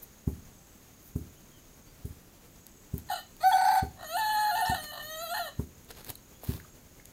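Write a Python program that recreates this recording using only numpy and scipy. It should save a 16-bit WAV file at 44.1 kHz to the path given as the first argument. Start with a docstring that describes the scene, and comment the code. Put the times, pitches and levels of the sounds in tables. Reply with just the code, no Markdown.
"""Insects trill over quiet outdoor air, each a band of noise throbbing at the wing rate; scuffs are grainy noise.
Something heavy is pounded steadily some way off, as pressure pulses with damped modes; small birds glide faintly.
Then a rooster, held down by a puppy on a concrete road, squawks three times: a yelp, a scream and a long wail.
Its pulsed voice flips between a low and a high register, through resonances of windpipe and beak.
Around and after the calls teeth, claws, feathers and paws tick and rustle as filtered noise bursts."""
import sys
import numpy as np
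from scipy import signal
from scipy.fft import rfft, irfft, next_fast_len
from scipy.io import wavfile
from scipy.ndimage import uniform_filter1d

SR = 44100
rng = np.random.default_rng(int(sys.argv[2]) if len(sys.argv) > 2 else 0)


def transcribe(u):
    """Save the signal u as a 16-bit wav file named by the first command-line argument.

    u: samples, shape (n,) or (channels, n), limited to [-1, 1]; the rate is SR.
    q: integer samples, one column per channel.
    """
    v = np.clip(np.atleast_2d(u).T, -1, 1)
    q = np.round(v * 32767).astype(np.int16)
    wavfile.write(sys.argv[1], SR, q)


N = 313992
TIME = np.arange(N) / SR
EDGE_HZ = 15800  # upper band limit

# Spectrum of the outdoor air. Each row: frequency in Hz, relative density in dB per Hz.
AIR_SPECTRUM = [(12, -50), (20, 1), (43, -2), (90, -3), (234, -5.5), (459, -12), (923, -18.5),
                (3630, -24.5), (5380, -25), (6700, -19.5), (7700, -24), (9140, -28), (12800, -23.5),
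                (16000, -23.5)]
AIR_DB = -55
# Reverberation of the yard. Each row: frequency in Hz, time to fall by 60 dB in seconds.
YARD_DECAY = [(80, 0.5), (300, 0.49), (800, 0.21), (2000, 0.32), (5000, 0.34), (14000, 0.071)]
# Bouts of the main insect. Each row: start in seconds, end in seconds.
TRILL_BOUTS = [(-.2, 1.9), (2.5, 6.8), (6.85, 8.7)]
# Bouts of a thinner insect rasp. Each row: start in seconds, end in seconds.
THIN_TRILL_BOUTS = [(.5, 0.81), (2.5, 3.4)]
BOUT_EDGE_S = 0.035
# Whistles of small far birds. Each row: start in seconds, length in seconds, start and end pitch in Hz.
BIRD_CHIRPS = [(0.57, 0.078, 815, 770), (1.348, 0.053, 2770, 3450), (1.48, 0.14, 3390, 2900),
               (1.838, 0.096, 4350, 4800), (6.331, 0.06, 3090, 3560), (6.653, .14, 7600, 7250)]
CHIRP_DB = -64.5

# Distant blows. Each row: time in seconds, level in dB, pitch of the push in Hz, hardness in dB,
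# rebound in dB relative to the blow.
BLOWS = [(0.278, -17.5, 115, 3, -15), (1.1612, -20.5, 105, -4.5, -12), (2.054, -26, 89, -11, -7),
         (2.942, -21, 105, -5.5, -23), (3.8298, -21, 106, 7, -14.5), (4.7001, -22, 109, 3.5, -18),
         (5.5962, -19.5, 118, 6, -24), (6.494, -18.5, 111, -8, -11.5)]
# Modes of the struck body. Each row: highest frequency in Hz, level in dB before hardness,
# time to fall by 60 dB in seconds.
BLOW_MODES = [(77.4, -10, 0.21), (170, -29, 0.025), (262.6, -14.5, 0.11), (417.6, -19.5, 0.13)]
REBOUND_S = 0.055  # delay of the rebound
KNOCK_DB, RING_SHARE = -24, 0.16  # a hard blow knocks more; this share of its hardness also goes to the ring

# Scuffs of feathers and paws. Each row: centre in seconds, level in dB, length in seconds,
# grit from 0 (soft swish) to 1 (coarse).
SCUFF_EVENTS = [(0.033, -42.5, .015, 0.01), (1.07, -56, 0.065, 0.1), (2.99, -49.5, 0.021, 0.45),
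                (4.841, -40, 0.025, 0.45), (5.906, -45.5, 0.022, 0.77), (5.986, -47.5, 0.048, 0.74),
                (6.082, -45.5, 0.051, 0.53), (6.1, -34.5, 0.01, 0.41), (6.442, -45.5, 0.011, 0.1),
                (6.511, -42.5, 0.1, 0.49)]
# Spectra of feathers and of grit. Each row: frequency in Hz, relative gain in dB.
SWISH_SPECTRUM = [(300, -8), (2000, -42), (4000, -16.5), (8000, -7), (11000, 1), (14500, 8.0), (16000, 1)]
GRAVEL_SPECTRUM = [(100, 15.5), (900, 6.5), (2500, 2), (4300, 4.5), (6000, -5.0), (15000, -10.5)]
# Sharp clicks of teeth and claws. Each row: time in seconds, peak in dB, centre in Hz,
# width in octaves, decay of the burst in seconds.
TOOTH_CLICKS = [(2.667, -26.5, 13300, 1.6, .0014), (2.981, -18.5, 14600, 0.48, 0.00093),
                (3.367, -32.5, 12000, 2.1, 0.00094), (5.847, -37, 10060, 1.1, .001),
                (5.912, -28.5, 5900, 0.95, .0012), (6.0469, -22, 12500, 2.1, 0.00042),
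                (6.1025, -11.5, 12000, 0.75, .00008), (6.155, -29.5, 12000, .4, 0.0016),
                (6.435, -40, 12000, 1.2, .0012), (7.0561, -25, 12500, 1.4, 0.00078)]
# Pitched pops and squeaks of quills and beak. Each row: time in seconds, peak in dB,
# frequency in Hz, decay of the burst in seconds.
QUILL_POPS = [(3.525, -27.5, 3430, 0.0087), (4.661, -34, 5420, 0.0037), (6.103, -33.5, 890, 0.0016),
              (6.155, -42.5, 4150, .002), (6.435, -34.5, 557, 0.0013), (6.6, -41.5, 1810, 0.0023),
              (6.648, -48, 1310, 0.0032), (6.998, -45, 1930, 0.0023)]
POP_SPREAD = 0.6  # width in Hz times decay in s: the longer it rings, the purer

# Low-register pitch of the yelp, which also stands for strain. Each row: time in seconds, pitch in Hz.
YELP_PITCH = [(3.083, 739), (3.11, 737.4), (3.135, 714.4), (3.168, 671), (3.185, 609), (3.245, 615)]
# The same for the scream. Each row: time in seconds, pitch in Hz.
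SCREAM_PITCH = [(3.393, 599), (3.426, 629.3), (3.44, 746.5), (3.478, 770), (3.5, 733), (3.535, 755),
                (3.61, 740.6), (3.67, 761.4), (3.824, 751.2)]
# The same for the wail. Each row: time in seconds, pitch in Hz.
WAIL_PITCH = [(3.95, 616), (4.07, 612.7), (4.1, 633.5), (4.16, 719.6), (4.19, 731.4), (4.25, 707.4),
              (4.49, 695.6), (4.54, 712), (4.565, 729), (4.74, 727.7), (4.778, 628.6), (4.875, 599.5),
              (5.0, 588), (5.065, 617), (5.185, 640), (5.24, 686), (5.28, 637), (5.312, 691),
              (5.405, 702.5), (5.455, 630.3), (5.51, 526)]
# Resonances of windpipe and beak. Each row: frequency in Hz, width in Hz, relative gain in dB.
THROAT_MODES = [(770, 350, 12.5), (1432, 360, -18.5), (1810, 193, -12), (2680, 245, -22), (2975, 200, -8),
                (3240, 700, -17.5), (4083, 650, -6.5), (4650, 90, -14), (6760, 1400, -21.5),
                (8450, 1420, -23.5), (9870, 810, -22), (12040, 2700, -23), (14100, 1400, -20),
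                (14600, 700, -38)]
# Resonances with the beak gaping widest. Each row: frequency in Hz, width in Hz, relative gain in dB.
WIDE_THROAT_MODES = [(819, 286, 23), (1400, 840, 0.5), (1997, 360, -5), (3450, 320, -32),
                     (4360, 1070, -24.5), (5130, 85, -32), (6140, 530, -33.5), (8250, 2550, -36.5),
                     (9700, 440, -42), (12000, 3700, -37), (14800, 1500, -36.5)]
# Level law of the fundamental. The row: low register in dB at STRAIN_HZ, its rise in dB per Hz of pitch,
# high register in dB.
FUNDAMENTAL_LAW = (-33.5, 0.21, -31)
# Level law of the middle overtones. The row: low register in dB, rise in dB per Hz, high register in dB.
MID_LAW = (-42, 0.082, -37.8)
# Level law of the shrill overtones. The row: low register in dB, rise in dB per Hz, high register in dB.
SHRILL_LAW = (-41, 0.043, -39)
STRAIN_HZ, SLACK_HZ = 700, 587  # reference pitch; pitch below which the voice gets no softer
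# Leaps into the high register. Each row: start in seconds, end in seconds, roughness from 0 to 1,
# force of the fundamental in dB.
REGISTER_LEAPS = [(3.07, 3.101, 0.66, -6), (3.513, 3.531, 0.05, 6.5), (4.168, 4.511, .055, 0),
                  (4.553, 4.619, 0.26, 0.5), (4.651, 4.712, 0.31, -2.5), (4.743, 4.757, 0.6, -6),
                  (5.338, 5.391, 0.49, -8)]
LEAP_SHARE, FLIP_S = 0.216, 0.0025  # relative rise in pitch; time scale of a flip
FLIP_ROUGH, UNSTEADY_S = 0.23, 0.022  # added roughness around each flip, and its decay time
# Hoarse stretches, where the membranes lose their regular beat. Each row: start in seconds,
# end in seconds, roughness from 0 to 1, swell in dB.
HOARSE_STRETCHES = [(3.084, 3.26, 0.26, -3), (3.393, 3.431, 0.44, 0), (3.563, 3.84, 0.32, -2),
                    (3.944, 4.055, 0.92, 13), (4.756, 4.789, 0.44, 0), (4.916, 5.025, 0.7, 8.5),
                    (5.459, 5.496, 0.35, 12)]
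HOARSE_EDGE_S = 0.0074
CRACK_S, CRACK_DIP_DB, CRACK_SPREAD_DB = 0.0105, -4, 2  # width of a crack, its mean dip and random spread


def amp(db):
    """Level law: a ratio in decibels becomes an amplitude gain."""
    return 10 ** (np.asarray(db) / 20)


def evened(x):
    """Normalization: equal mean power, at rms 1."""
    return x / np.sqrt(np.mean(x ** 2) + 1e-20)


def read(points, hz):
    """Interpolation of a spectrum on a logarithmic frequency axis."""
    f, value = np.transpose(points)
    return np.interp(np.log(hz + 1), np.log(f + 1), value)


def add(mix, s, sound):
    """Superposition: pressures add, from time s on."""
    part = mix[max(round(s * SR), 0):][:len(sound)]
    part += sound[:len(part)]


def shaped(x, gain):
    """Linear filtering: the spectrum is multiplied by a function of frequency."""
    size = next_fast_len(len(x) + 4096)
    f = np.arange(size // 2 + 1) * SR / size + 0.00076  # kept off zero, for gains that divide by f
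    return irfft(rfft(x, size) * gain(f), size)[:len(x)]


def wander(count, hz):
    """Low-passed random fluctuation of rms 1, mostly slower than hz."""
    return evened(shaped(rng.standard_normal(count), lambda f: 1 / (1 + (f / hz) ** 4)))


def during(t, start, end, edge):
    """Gating: 1 between start and end, 0 outside, with soft edges."""
    return (np.tanh((t - start) / edge) - np.tanh((t - end) / edge)) / 2


def air(swell_db=1.0):
    """Broadband noise: quiet outdoor rumble and hiss of slightly wavering level."""
    noise = shaped(rng.standard_normal(N), lambda f: amp(read(AIR_SPECTRUM, f)))
    return amp(AIR_DB + swell_db * wander(N, 15.6)) * evened(noise)


def yard(x, gap_s=0.006):
    """Reverberation: scattered echoes from walls and ground, the extreme treble dying first."""
    arrives = rng.random(SR) < 2500 / SR  # on average 2500 echoes per second
    taps = rng.standard_normal(SR) * arrives * (np.arange(SR) > gap_s * SR)
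    hz, t, spectrum = signal.stft(taps, SR, nperseg=256)
    decay = amp(-60 * t / read(YARD_DECAY, hz)[:, None])
    tail = signal.istft(spectrum * decay, SR, nperseg=256)[1]
    return signal.fftconvolve(x, tail / np.linalg.norm(tail))[:N]


def insect(bouts, bout_db, rest_db, centre_hz, width_hz, throb_hz=36.8, depth=0.65, sweep_hz=90):
    """Modulation: each wing stroke throbs and sweeps a narrow band of noise, which swells in bouts."""
    stroke = 2 * np.pi * np.cumsum(throb_hz * (1 + 0.0213 * wander(N, 2.2))) / SR
    carrier_hz = centre_hz + sweep_hz * np.sin(stroke) + 60 * wander(N, 1.1)
    carrier = 2 * np.pi * np.cumsum(carrier_hz) / SR
    buzz = wander(N, width_hz / 2) * np.cos(carrier) + wander(N, width_hz / 2) * np.sin(carrier)
    singing = sum(during(TIME, start, end, BOUT_EDGE_S) for start, end in bouts)
    level = amp(rest_db + (bout_db - rest_db) * singing)
    return level * evened(buzz * (1 + depth * np.cos(stroke)))


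def birds():
    """Frequency glide: faint, nearly pure whistles whose phase sums a sliding, wavering pitch."""
    out = np.zeros(N)
    for s, length, start_hz, end_hz in BIRD_CHIRPS:
        count = int(length * SR)
        hz = np.linspace(start_hz, end_hz, count) * (1 + 0.015 * wander(count, 124))
        whistle = np.sin(2 * np.pi * np.cumsum(hz) / SR)
        add(out, s, amp(CHIRP_DB) * np.hanning(count) * whistle)
    return out


def pounding(lead=0.012, knock_hz=620, knock_s=0.014, boom_db=-21, boom_s=0.047, lowest_hz=53,
             swish_db=-51, swish_s=0.049, swish_hz=9500):
    """Impact: a push of air excites damped modes and noise, and a weaker, duller rebound follows."""
    out = np.zeros(N)
    t = np.arange(SR // 3) / SR - lead
    after = np.maximum(t, 0)
    contact = (1 + np.tanh((t + 0.0013) / 0.00026)) / 2

    def burst(gain, decay_s):
        return evened(shaped(rng.standard_normal(len(t)), gain)) * np.exp(-after / decay_s)

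    for s, db, push_hz, hard_db, rebound_db in BLOWS:
        u = (np.pi * push_hz * t) ** 2
        push = 0.74 * (1 - 2 * u) * np.exp(-u)
        ring = np.zeros(len(t))
        for hz, mode_db, t60 in BLOW_MODES:
            decay = amp(mode_db + RING_SHARE * hard_db - 60 * after / t60)
            ring += decay * np.cos(2 * np.pi * hz * rng.uniform(0.922, 1.0) * t)
        knock = amp(KNOCK_DB + hard_db) * burst(lambda f: 1 / (1 + (f / knock_hz) ** 3), knock_s)
        boom = amp(boom_db) * burst(lambda f: 1 / (1 + (f / 380) ** 8), boom_s)
        swish = amp(swish_db) * burst(lambda f: 1 / (1 + (swish_hz / f) ** 2), swish_s)
        swish *= np.minimum(1 + t / lead, 1)  # rises before the contact
        blow = amp(db) * (push + (ring + boom + knock) * contact)
        rebound = amp(rebound_db) * shaped(blow, lambda f: 1 / (1 + (f / 260) ** 4))
        add(out, s - lead, blow + swish)
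        add(out, s - lead + REBOUND_S, rebound)
    return shaped(out, lambda f: 1 / (1 + (lowest_hz / f) ** 4))


def scuffs(grain_db=4.0):
    """Friction: many random grains make noise, bright for feathers and coarser for paws on grit."""
    grain_level = grain_db * np.minimum(rng.exponential(1, N), 5) + 2.3 * wander(N, 170)
    grains = rng.standard_normal(N) * amp(grain_level)
    soft = evened(shaped(grains, lambda f: amp(read(SWISH_SPECTRUM, f))))
    coarse = evened(shaped(grains, lambda f: amp(read(GRAVEL_SPECTRUM, f))))
    out = np.zeros(N)
    for s, db, length, grit in SCUFF_EVENTS:
        near = abs(TIME - s) < 2 * length
        envelope = np.exp(-2 * ((TIME[near] - s) / length) ** 2)
        out[near] += amp(db) * envelope * ((1 - grit) * soft[near] + grit * coarse[near])
    return out


def tick(s, db, decay, colour, snap=4.0):
    """Transient: an impulse and a tiny decaying noise burst, coloured by a band filter."""
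    t = (np.arange(2048) - 256) / SR
    burst = snap * (t == 0) + rng.standard_normal(len(t)) * (t > 0) * np.exp(-abs(t) / decay)
    sound = shaped(burst, colour)
    return s + t[0], amp(db) * sound / abs(sound).max()


def ticks():
    """Bandwidth: a broad band gives a click, a narrow one a pitched pop."""
    out = np.zeros(N)
    for s, db, hz, octaves, decay in TOOTH_CLICKS:
        add(out, *tick(s, db, decay, lambda f: np.exp(-0.5 * (np.log2(f / hz) / octaves) ** 2)))
    for s, db, hz, decay in QUILL_POPS:
        add(out, *tick(s, db, decay, lambda f: np.exp(-0.5 * ((f - hz) * decay / POP_SPREAD) ** 2)))
    return out


def resonances(modes):
    """Minimum-phase resonance: steep-sided peaks that ring after each pulse."""
    def response(f):
        gain = sum(amp(db) / (1 + (2 * (f - hz) / width) ** 2) ** 1.98 for hz, width, db in modes)
        log_gain = np.log(gain + 1e-5)
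        mirrored = np.concatenate([log_gain, log_gain[-2:0:-1]])
        lag = signal.hilbert(mirrored).imag[:len(f)]  # the phase that belongs to this gain
        return gain * np.exp(-1j * lag)
    return response


def registers(t):
    """Register change: share of high voice, roughness, and the dB changes of hoarseness and leaps."""
    high, rough, swell_db, leap_db = np.zeros((4, len(t)))
    for start, end, roughness, db in REGISTER_LEAPS:
        up = during(t, start, end, FLIP_S)
        near_flip = np.exp(-np.minimum(abs(t - start), abs(t - end)) / UNSTEADY_S)
        high += up
        leap_db += up * db
        rough += up * (roughness + FLIP_ROUGH * near_flip)
    for start, end, roughness, db in HOARSE_STRETCHES:
        hoarse = during(t, start, end, HOARSE_EDGE_S)
        rough += roughness * hoarse
        swell_db += db * hoarse
    return high, rough, swell_db, leap_db


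def cracks(t, rattle):
    """Relaxation: tension climbs up to each crack, the voice breaks and dips, and starts low again."""
    broken, climb, dip_db = np.zeros((3, len(t)))
    if rattle:
        first, end, rate = rattle
        for s in np.arange(first, end, 1 / rate):
            u = 2 * (t - s) / CRACK_S
            crack = np.exp(-u ** 4)
            broken += crack
            climb -= u * np.exp(-(u / 2) ** 2)
            dip_db += crack * (CRACK_DIP_DB + CRACK_SPREAD_DB * rng.uniform(-1, 1))
    return broken, climb, dip_db


def syrinx(t, hz, rough, jitter=0.073, jitter_hz=260, waver=0.004, shimmer=0.67, limp=0.07, rasp=0.37,
           hiss=0.0014, swell_db=0.66, sizzle=0.27):
    """Self-oscillation: membrane pulses, which roughness makes uneven in time and size, and raspy."""
    count = len(t)
    unevenness = jitter * rough * wander(count, jitter_hz) + waver * wander(count, 57)
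    turns = np.cumsum(hz * (1 + unevenness)) / SR
    # in a high or rough voice alternate pulses come early and late: half-way lines between the overtones
    high = (1 + np.tanh((hz - 800) / 30)) / 2
    limping = limp * (high + rough) / 2 * (1 + 0.64 * wander(count, 27))
    turns = turns + limping * np.sin(np.pi * turns)
    pulses = np.zeros(count)
    for k in range(1, 28):
        # each overtone swells and fades on its own as the neck is twisted about, the upper ones most
        swell = amp(swell_db * min(k - 1, 10) * wander(count, 14.6))
        pulses += swell * np.cos(2 * np.pi * k * turns) * (k * hz < EDGE_HZ)
    pulses = evened(pulses) * (1 + rough * shimmer * wander(count, 134))
    # air escapes in a puff each cycle; the high voice adds a shrill sizzle
    puffs = evened((1 + np.cos(2 * np.pi * turns)) * rng.standard_normal(count))
    shrill = shaped(puffs, lambda f: 1 / (1 + (2700 / f) ** 6))
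    return pulses + (hiss + rasp * rough) * puffs + sizzle * high * shrill


def squawk(pitch, throat, attack_s, release_s, rough, level_db, shrill_db, tire_db_per_s=0, rattle=None,
           crack_leap=0, crack_rough=0.4, crack_climb=0.027):
    """Source and filter: syrinx through throat; strain swells the fundamental more than the overtones."""
    t = np.arange(pitch[0][0], pitch[-1][0], 1 / SR)
    low_hz = np.interp(t, *np.transpose(pitch))
    high, hoarse, swell_db, leap_db = registers(t)
    broken, climb, dip_db = cracks(t, rattle)
    hz = low_hz * (1 + LEAP_SHARE * high + crack_leap * broken + crack_climb * climb)
    sound = shaped(syrinx(t, hz, rough + hoarse + crack_rough * broken), resonances(throat))

    def below(edge):
        return shaped(sound, lambda f: 1 / (1 + (f / edge) ** 24))

    strain = np.maximum(low_hz, SLACK_HZ) - STRAIN_HZ

    def part(x, law):
        """Gain law: a band levelled by its running power, then set by strain and register."""
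        low_db, rise, high_db = law
        power = uniform_filter1d(uniform_filter1d(x ** 2, size=900), size=900)
        level = amp((1 - high) * (low_db + rise * strain) + high * high_db)
        return x / np.sqrt(abs(power) + 1e-12) * level

    low, body = below(1080), below(2400)
    call = part(low, FUNDAMENTAL_LAW) * amp(swell_db + dip_db + leap_db)
    call += part(body - low, MID_LAW) * amp((swell_db + dip_db) / 2)
    call += part(sound - body, SHRILL_LAW) * amp(shrill_db)
    envelope = np.clip(np.minimum((t - t[0]) / attack_s, (t[-1] - t) / release_s), 0, 1) ** 1.48
    return t[0], amp(level_db + tire_db_per_s * (t - t[0])) * call * envelope


def rooster():
    """Vocal-tract shaping: three calls, the beak gaping widest in the scream."""
    out = np.zeros(N)
    # rattle: start of the crack count in s, its end in s, cracks per s; only cracks within the call sound
    add(out, *squawk(YELP_PITCH, THROAT_MODES + [(4800, 480, -21)], attack_s=0.025, release_s=0.057,
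                     rough=0.045, level_db=0.5, shrill_db=-1.5, rattle=(2.6, 3.176, 45), crack_leap=0.11))
    add(out, *squawk(SCREAM_PITCH, WIDE_THROAT_MODES, attack_s=0.022, release_s=0.031,
                     rough=0.041, level_db=0.47, shrill_db=-3.5, rattle=(3.577, 3.795, 28), crack_leap=0.23))
    add(out, *squawk(WAIL_PITCH, THROAT_MODES, attack_s=0.14, release_s=0.021,
                     rough=0.07, level_db=0.0, shrill_db=-0.82, tire_db_per_s=-0.28))
    return out


def scene():
    """Superposition of near struggle and far sounds, with their echoes, in one open yard."""
    insects = insect(TRILL_BOUTS, bout_db=-67.5, rest_db=-85.5, centre_hz=6570, width_hz=600)
    insects += insect(THIN_TRILL_BOUTS, bout_db=-71, rest_db=-94, centre_hz=7740, width_hz=450, depth=0.2)
    chirps = birds()
    thuds = pounding()
    struggle = scuffs() + ticks()
    voice = rooster()
    echoes = yard(amp(-8.5) * voice + amp(-17.5) * thuds + amp(-14.5) * struggle + amp(-9) * chirps)
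    return (voice + thuds + struggle + chirps + echoes + insects + air())[None]


def record(dry):
    """Band limitation: the recorder's low-pass filter."""
    lowpass = signal.firwin(255, EDGE_HZ, window=("kaiser", 9), fs=SR)
    return signal.oaconvolve(dry, lowpass[None], "same")


dry = scene()
out = record(dry)
transcribe(out)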